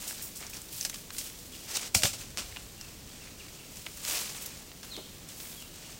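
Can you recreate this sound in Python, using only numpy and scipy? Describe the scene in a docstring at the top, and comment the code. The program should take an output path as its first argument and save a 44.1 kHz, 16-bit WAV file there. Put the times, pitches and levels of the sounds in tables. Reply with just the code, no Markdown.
"""Under a leafy tree in still air, one microphone, with someone picking fruit high overhead.
Pulled branches set the leaves rubbing and twigs snapping. A fruit drops through the foliage,
crashes into dry litter with a faint sinking tone, and bounces; later a thick branch takes a dull knock.
Small birds whistle far off, scattered by the trees. Low rumble swells now and then."""
import sys
import numpy as np
from scipy import signal
from scipy.fft import rfft, irfft
from scipy.io import wavfile

SR = 44100
rng = np.random.default_rng(int(sys.argv[2]) if len(sys.argv) > 2 else 0)


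def log_audio(samples):
    """Write samples as a 16-bit WAV file to the path given in sys.argv[1]."""
    # one column per channel
    frames = np.atleast_2d(samples).T
    # limit to full scale, then quantise
    limited = np.clip(frames, -1, 1)
    pcm = np.round(limited * 32767).astype(np.int16)
    wavfile.write(sys.argv[1], SR, pcm)


N = 264159

# Branches pulled and let go: t/s, leaf level/dB, rise/s, hold/s, settling t60/s,
# edge hiss/dB and stem scrape/dB (both relative to the leaves)
PULLS = [(0.0, -45, 0.0011, 0.097, 1.3, -2.5, -8), (0.386, -47.5, 0.023, .04, .3, -9, -4),
         (0.526, -47.5, .008, .035, 0.18, -3, -4.5), (0.586, -56, .02, 0.11, .3, 1.5, -17),
         (0.699, -46, .04, 0.1, 0.43, 3, -16), (0.925, -51.5, 0.017, 0.057, 0.57, 0, -11),
         (1.107, -49, .03, .04, 0.35, 3, -16), (1.196, -47, .02, 0.047, 0.73, 0, -10.5),
         (1.357, -56, 0.015, 0.092, 0.36, 0, -16), (1.494, -51.5, .03, 0.22, .4, -3.5, -12),
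         (1.671, -41.5, 0.028, 0.18, 0.083, -8, -8), (2.155, -44, .05, .008, 0.38, -9, -8),
         (2.407, -51, .02, .06, 1.8, -6, -7.5), (2.8, -56.5, 0.018, 0.13, .3, -6, -8),
         (3.017, -54, 0.096, 0.16, .4, -12, -6), (3.37, -55, 0.018, 0.16, 1.3, -8, -6.5),
         (3.618, -52.5, 0.12, 0.21, .3, -2, -12.5), (3.936, -50.5, 0.036, 0.047, .3, -2, -9),
         (4.005, -34.5, .1, 0.052, .7, -3, -8.5), (4.197, -45.5, 0.074, 0.19, 0.93, -6.5, -7.5),
         (4.825, -52.5, .01, 0.042, 1.7, -3, -5), (5.283, -49, .007, .02, 0.33, -3, -9),
         (5.339, -51, 0.052, 0.098, 0.96, 3.5, -9), (5.55, -54, .04, .05, .25, -3, -7),
         (5.722, -51.5, .04, 0.17, 0.55, -10, -6.5)]
REST_DB = -60   # leaves stirring between pulls


def from_db(db):
    """Decibels to gain."""
    return 10 ** (np.asarray(db) / 20)


def rms_one(x):
    """Scale to unit power."""
    return x / np.sqrt(np.mean(x ** 2) + 1e-20)


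def add(out, s, sound):
    """Mix a sound in at s seconds."""
    i = max(round(s * SR), 0)
    out[i:i + len(sound)] += sound[:N - i]


def coloured(x, spectrum, tilt_db=0):
    """Give a flat signal a spectrum, tilted per octave above 1500 Hz; rms 1."""
    hz = np.maximum(np.fft.rfftfreq(len(x), 1 / SR), 1)
    points = np.array(spectrum)
    db = np.interp(np.log(hz), np.log(points[:, 0]), points[:, 1])
    db += tilt_db * np.log2(np.maximum(hz, 1500))
    return rms_one(irfft(rfft(x) * from_db(db), len(x)))


def band(x, low_hz, high_hz):
    """Butterworth band-pass."""
    sos = signal.butter(2, [low_hz, min(high_hz, .45 * SR)], "band", fs=SR, output="sos")
    return signal.sosfilt(sos, x)


def between(x, low_hz, high_hz, order=6):
    """One soft-edged band of a noise."""
    hz = np.fft.rfftfreq(len(x), 1 / SR)
    gain = 1 / (1 + (hz / high_hz) ** order) - 1 / (1 + (hz / low_hz) ** order)
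    return irfft(rfft(x) * gain, len(x))


def resonate(x, hz, width_hz):
    """One resonance with gain 1 at its peak."""
    r = np.exp(-np.pi * width_hz / SR)
    feedback = [1, -2 * r * np.cos(2 * np.pi * hz / SR), r * r]
    return signal.lfilter(np.array([1, 0, -1]) * (1 - r * r) / 2, feedback, x + 1e-18)


def drift(per_s):
    """A random wander through per_s points a second; rms 1."""
    knots = rng.standard_normal(4096)
    return rms_one(np.interp(np.arange(N) / SR * per_s, np.arange(len(knots)), knots))


def swell(s, db, rise, hold, t60):
    """A gain that rises at s seconds, holds and dies away."""
    t = np.arange(N) / SR - s
    return np.clip(t / rise, 0, 1) * from_db(db - 60 * np.maximum(t - rise - hold, 0) / t60)


def strike(t, db, rise, t60):
    """The gain of a blow: it rises and at once dies away."""
    return np.minimum(t / rise, 1) * from_db(db - 60 * np.maximum(t - rise, 0) / t60)


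def crackle(per_s, spread_db, quality, hiss_db):
    """Countless leaf contacts, each a tick with its own pitch, over the blur of farther ones."""
    contacts = rng.random(N) < per_s / SR
    strength = from_db(spread_db * np.minimum(rng.exponential(1, N), 4))
    clicks = contacts * strength * rng.choice([-1, 1], N)
    pitches = np.geomspace(700, 15000, num=16)
    dealt = rng.integers(0, len(pitches), N)
    ticks = sum(resonate(clicks * (dealt == k), hz, hz / quality) for k, hz in enumerate(pitches))
    return rms_one(rms_one(ticks) + from_db(hiss_db) * rng.standard_normal(N))


def foliage(flutter_db=1.16, rest_hiss_db=-5, rest_stem_db=-7):
    """Each pull sets leaves rubbing overhead: stems scrape coarsely, blades crackle, edges hiss."""
    # Spectrum of rubbing leaves, with the microphone's treble colour: f/Hz, relative level/dB
    leaf_spectrum = [(300, 7), (700, 0), (1400, -1), (2500, 3), (3700, -1.5), (6000, 0.5), (8200, 2.5),
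                     (9800, -1), (11500, -4.5), (15500, -2.5)]
    power = from_db(REST_DB + np.array([[rest_stem_db], [0], [rest_hiss_db]])) ** 2
    for s, db, rise, hold, t60, edge_db, stem_db in PULLS:
        power = power + np.outer(from_db([stem_db, 0, edge_db]), swell(s, db, rise, hold, t60)) ** 2
    leaves = coloured(crackle(per_s=2800, spread_db=3.5, quality=2.9, hiss_db=5.5), leaf_spectrum)
    scrapes = coloured(crackle(per_s=1200, spread_db=4.0, quality=1.7, hiss_db=2.0), leaf_spectrum)
    stems = rms_one(between(scrapes, 350, 2710))
    blades = rms_one(between(leaves, 2580, 8420))
    edges = rms_one(between(leaves, 10440, 19100))
    flutter = from_db(flutter_db * drift(per_s=120))
    return flutter * np.sum(np.sqrt(power) * [stems, blades, edges], axis=0)


def ambience(steady_db=-49):
    """Far rumble and the faint hiss of the wood; low rumble swells now and then."""
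    # Spectrum of the still wood, with the microphone's treble colour: f/Hz, relative level/dB
    wood_spectrum = [(12, -29), (25, -2), (80, -4), (150, -4.5), (210, -5.5), (450, -12), (900, -20),
                     (1500, -22.5), (2700, -20), (4500, -19.5), (8200, -20.5), (11000, -27.5), (15500, -22)]
    # Swells of low rumble: t/s, level/dB, rise/s, hold/s, t60/s
    rumbles = [(1.9, -53.5, 0.07, .8, 2.2), (5.07, -52, .04, .03, .5), (5.3, -66, 0.084, 0.44, 1.5)]
    steady = from_db(steady_db) * coloured(rng.standard_normal(N), wood_spectrum)
    low_rumble = rms_one(band(rng.standard_normal(N), 23, 107))
    return steady + sum(swell(*rumble) for rumble in rumbles) * low_rumble


def leaf_swishes():
    """A struck spray flares up, then its leaves settle."""
    # Sprays brushed or struck: t/s, level/dB, rise/s, t60/s, treble tilt/(dB per octave)
    sprays = [(.077, -34.5, 0.0018, 0.32, 6.5), (.213, -33.5, 0.011, 0.32, 11.5),
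              (.35, -40, 0.011, 0.33, 6.5), (0.493, -41, .004, .18, 9), (0.851, -28.5, 0.0018, 0.054, -1.5),
              (.942, -33, 0.0017, 0.032, -2), (1.182, -31.5, 0.0022, 0.17, 4),
              (1.732, -30, 0.028, 0.09, -0.5), (1.766, -22.5, 0.0055, 0.016, 0.5),
              (1.836, -41, .008, .09, -3), (1.944, -23, .001, 0.26, 2.5), (1.9475, -15, 0.0015, 0.034, -1),
              (2.021, -33, .002, 0.1, 4), (2.033, -19, 0.0014, 0.072, -2), (2.047, -25, 0.0035, 0.23, 1),
              (2.13, -34.5, 0.0045, 0.13, -0.5), (2.375, -31.5, 0.007, 0.2, -2.5),
              (4.405, -37.5, 0.022, .1, 14), (4.458, -29, .003, 0.033, 10), (4.83, -44, 0.0014, 0.088, -3),
              (5.399, -40.5, 0.0022, 0.055, -1.5)]
    # Spectrum of struck leaves, with the microphone's treble colour: f/Hz, relative level/dB
    struck_spectrum = [(90, -31), (200, -7.5), (700, -10), (980, -12.5), (1250, -9), (1800, -12),
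                       (2650, -3), (3800, -5.5), (5200, -0.5), (7000, -3), (8200, -2.5), (10500, -11),
                       (15500, -12.5)]
    out, t = np.zeros(N), np.arange(SR // 3) / SR
    grains = crackle(per_s=5000, spread_db=3.5, quality=2.7, hiss_db=3.5)
    for s, db, rise, t60, tilt_db in sprays:
        stretch = np.roll(grains, -round(SR * rng.uniform(0, 5)))[:len(t)]
        add(out, s, coloured(stretch, struck_spectrum, tilt_db) * strike(t, db, rise, t60))
    return out


def twig_snaps(splinter_t60=0.024, quality=7.4):
    """Fibres part with one sharp crack and splinter briefly; the twig rings at its own pitch."""
    # Twigs snapping and tapping: t/s, peak level/dB, f/Hz, relative splintering/dB, relative ring/dB
    snaps = [(.078, -20, 7900, -9, 8), (0.1096, -27.5, 1690, -15, 2), (.407, -27, 6570, -12, -6),
             (.435, -36, 2300, 2, 1), (0.467, -27, 5700, -5, 0), (.533, -35, 2520, -5, 12),
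             (0.569, -27.5, 5620, -5, 11), (0.618, -26.5, 7600, -11, 16), (0.8107, -17, 6000, -4.5, 17),
             (0.8284, -24, 5400, -9, 18), (0.8503, -12, 5400, -10, 5), (.897, -22, 6160, 1, -4),
             (0.929, -35, 2180, -5, 15), (0.942, -26, 5500, -12, 1), (.9595, -27, 4000, -17, -12),
             (1.105, -26, 4150, -4, -12), (1.167, -27, 5200, -4, 2), (1.1833, -19.5, 8400, -5, -16),
             (1.7705, -22, 5870, -15, -5), (1.949, -14, 7900, -2, 5), (2.0214, -17, 5000, -6, -15),
             (2.0344, -17.5, 2770, 1, 5), (2.038, -17, 4240, -19, 0), (2.055, -16.5, 3070, -4, 0),
             (2.305, -33, 5570, -3, -8), (2.3735, -13, 4730, -31, -15), (2.563, -26.5, 2380, -13, 5),
             (2.57, -23, 2700, -12, 2), (2.812, -24.5, 5140, -6, 8), (3.274, -35.5, 2050, -8, 6),
             (3.7707, -28, 6000, -5, 4), (3.865, -22, 2900, -26, 7), (3.868, -21.5, 2130, -21, 2),
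             (4.051, -16.5, 5040, -14, 0), (4.111, -15, 5300, -21, -11), (4.182, -17.5, 4400, -10, -17),
             (4.4607, -28, 8100, -14, -2), (4.717, -30, 2840, -13, -6), (4.831, -31, 3180, -6, -11),
             (4.966, -25.5, 4000, -9, -4), (5.289, -29, 7700, -7, 2), (5.625, -32, 3060, -10, -12)]
    out, t = np.zeros(N), np.arange(SR // 10) / SR
    for s, db, hz, splinter_db, ring_db in snaps:
        fibres = rng.standard_normal(len(t)) * from_db(splinter_db - 11.5 - 60 * t / splinter_t60)
        fibres[0] = 1   # the break itself
        crack = band(fibres, hz / 4.44, hz * 1.65)
        ring = resonate(fibres, hz, hz / quality) * np.sqrt(quality)
        snap = crack + from_db(ring_db) * ring
        add(out, s, from_db(db) * snap / np.abs(snap).max())
    return out


def twig_flicks(per_s=12, boost_db=5, spread_db=5, t60=.02, effort_cap_db=-47, low_hz=2500, high_hz=8800):
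    """Tiny twigs flick against leaves at random, harder while a branch is pulled."""
    out, t = np.zeros(N), np.arange(SR // 20) / SR
    effort = np.sqrt(from_db(REST_DB) ** 2 + sum(swell(*pull[:5]) ** 2 for pull in PULLS))
    effort = np.minimum(effort, from_db(effort_cap_db))
    chance, size, pitch = rng.random((3, N))
    grain = rng.standard_normal(N + len(t))
    for i in np.flatnonzero(chance < per_s / SR):
        hz = low_hz * (high_hz / low_hz) ** pitch[i]
        flick = rms_one(band(grain[i:i + len(t)], hz / 2, hz * 1.63)) * from_db(-60 * t / t60)
        add(out, i / SR, flick * effort[i] * from_db(boost_db + spread_db * size[i]))
    return out


def thuds(contact_s=0.0048, puff_db=-9.5):
    """A soft contact pushes a heavily damped mode, with a puff of dull noise."""
    # Blunt blows on wood, litter and soil: t/s, level/dB, f/Hz, t60/s
    blows = [(.85, -43, 700, .03), (1.947, -31, 550, 0.023), (1.958, -23, 90, 0.051),
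             (2.033, -32.5, 1172, 0.023), (2.042, -25, 99, 0.067), (2.05, -31, 730, 0.014)]
    out, t = np.zeros(N), np.arange(SR // 4) / SR
    for s, db, hz, t60 in blows:
        puff = rms_one(band(rng.standard_normal(len(t)), hz * 1.55, hz * 2.55))
        swing = from_db(puff_db) * puff - np.sin(2 * np.pi * hz * t)
        add(out, s, swing * strike(t, db, contact_s, t60))
    return out


def birds(burr_depth=0.021):
    """Thin whistles hold their pitch, fall with a slight burr and level out."""
    # Falling chirps: t/s, length/s, start f/Hz, end f/Hz, level/dB before the trees scatter them
    chirps = [(1.523, 0.034, 3450, 2530, -48), (2.773, 0.1, 2790, 2630, -58),
              (3.205, 0.045, 2850, 2010, -53), (3.391, 0.035, 2940, 2150, -48),
              (3.588, 0.026, 2900, 2240, -52), (4.895, .09, 4350, 2895, -41.5),
              (5.561, 0.093, 3390, 2680, -51.5), (5.822, 0.08, 2950, 2800, -56.5)]
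    out, wobble = np.zeros(N), drift(per_s=450)
    for s, length, start_hz, end_hz, db in chirps:
        u = np.linspace(0, 1, int(length * SR))
        hz = start_hz + (end_hz - start_hz) * np.sin(np.pi * u / 2) ** 2
        burr = 1 + burr_depth * np.sin(np.pi * u) * np.roll(wobble, -int(s * SR))[:len(u)]
        breath = 2.65 * np.sqrt(u) * (1 - u)   # peaks near 1
        add(out, s, from_db(db) * breath * np.sin(2 * np.pi * np.cumsum(hz * burr) / SR))
    return out


def sinking_tone(at_s=1.965, length_s=.12, fade_s=.011, start_hz=716, end_hz=566, db=-49, growth_db=10):
    """As the fruit lands, a faint tone sinks and levels out, growing louder as it goes."""
    out, u = np.zeros(N), np.linspace(0, 1, int(length_s * SR))
    hz = end_hz + (start_hz - end_hz) * (1 - u) ** 2
    fade = np.minimum(np.minimum(u, 1 - u) * length_s / fade_s, 1)
    add(out, at_s, fade * from_db(db + growth_db * u) * np.sin(2 * np.pi * np.cumsum(hz) / SR))
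    return out


def branch_knock(at_s=4.969, db=-46, contact_s=.014):
    """A soft, rough contact sets a thick branch's low modes ringing."""
    # Modes of the branch: f/Hz, relative level/dB, t60/s
    modes = [(268, -4, .16), (365, -1, 0.15), (435, 0, 0.11), (560, -5, .07), (670, -5, .08),
             (820, -7, .07)]
    out, t = np.zeros(N), np.arange(SR // 4) / SR
    for hz, mode_db, t60 in modes:
        ring = rms_one(resonate(rng.standard_normal(len(t)), hz, width_hz=40))
        add(out, at_s, ring * strike(t, db + mode_db, contact_s, t60))
    return out


def grove(x, t60):
    """Trunks and crowns scatter a thin tail of echoes."""
    t = np.arange(SR // 2) / SR
    echoes = rng.standard_normal(len(t)) * (rng.random(len(t)) < .05) * from_db(-60 * t / t60)
    return signal.fftconvolve(x, echoes / np.linalg.norm(echoes))[:N]


def scene():
    """One microphone feeds both channels: the tree is near, the far birds arrive mostly as echoes."""
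    blows = leaf_swishes() + twig_snaps() + twig_flicks() + thuds() + branch_knock()
    song = birds()
    near = foliage() + blows + from_db(-11.5) * grove(blows, t60=0.23)
    far = from_db(-6.5) * song + from_db(-1.0) * (grove(song, t60=0.1) + grove(song, t60=0.67))
    return np.tile(near + far + sinking_tone() + ambience(), (2, 1))


def record(dry, cutoff_hz=15900):
    """A steep low-pass takes off the highest treble."""
    return signal.sosfilt(signal.ellip(12, .1, 80, cutoff_hz, fs=SR, output="sos"), dry)


dry = scene()
out = record(dry)
log_audio(out)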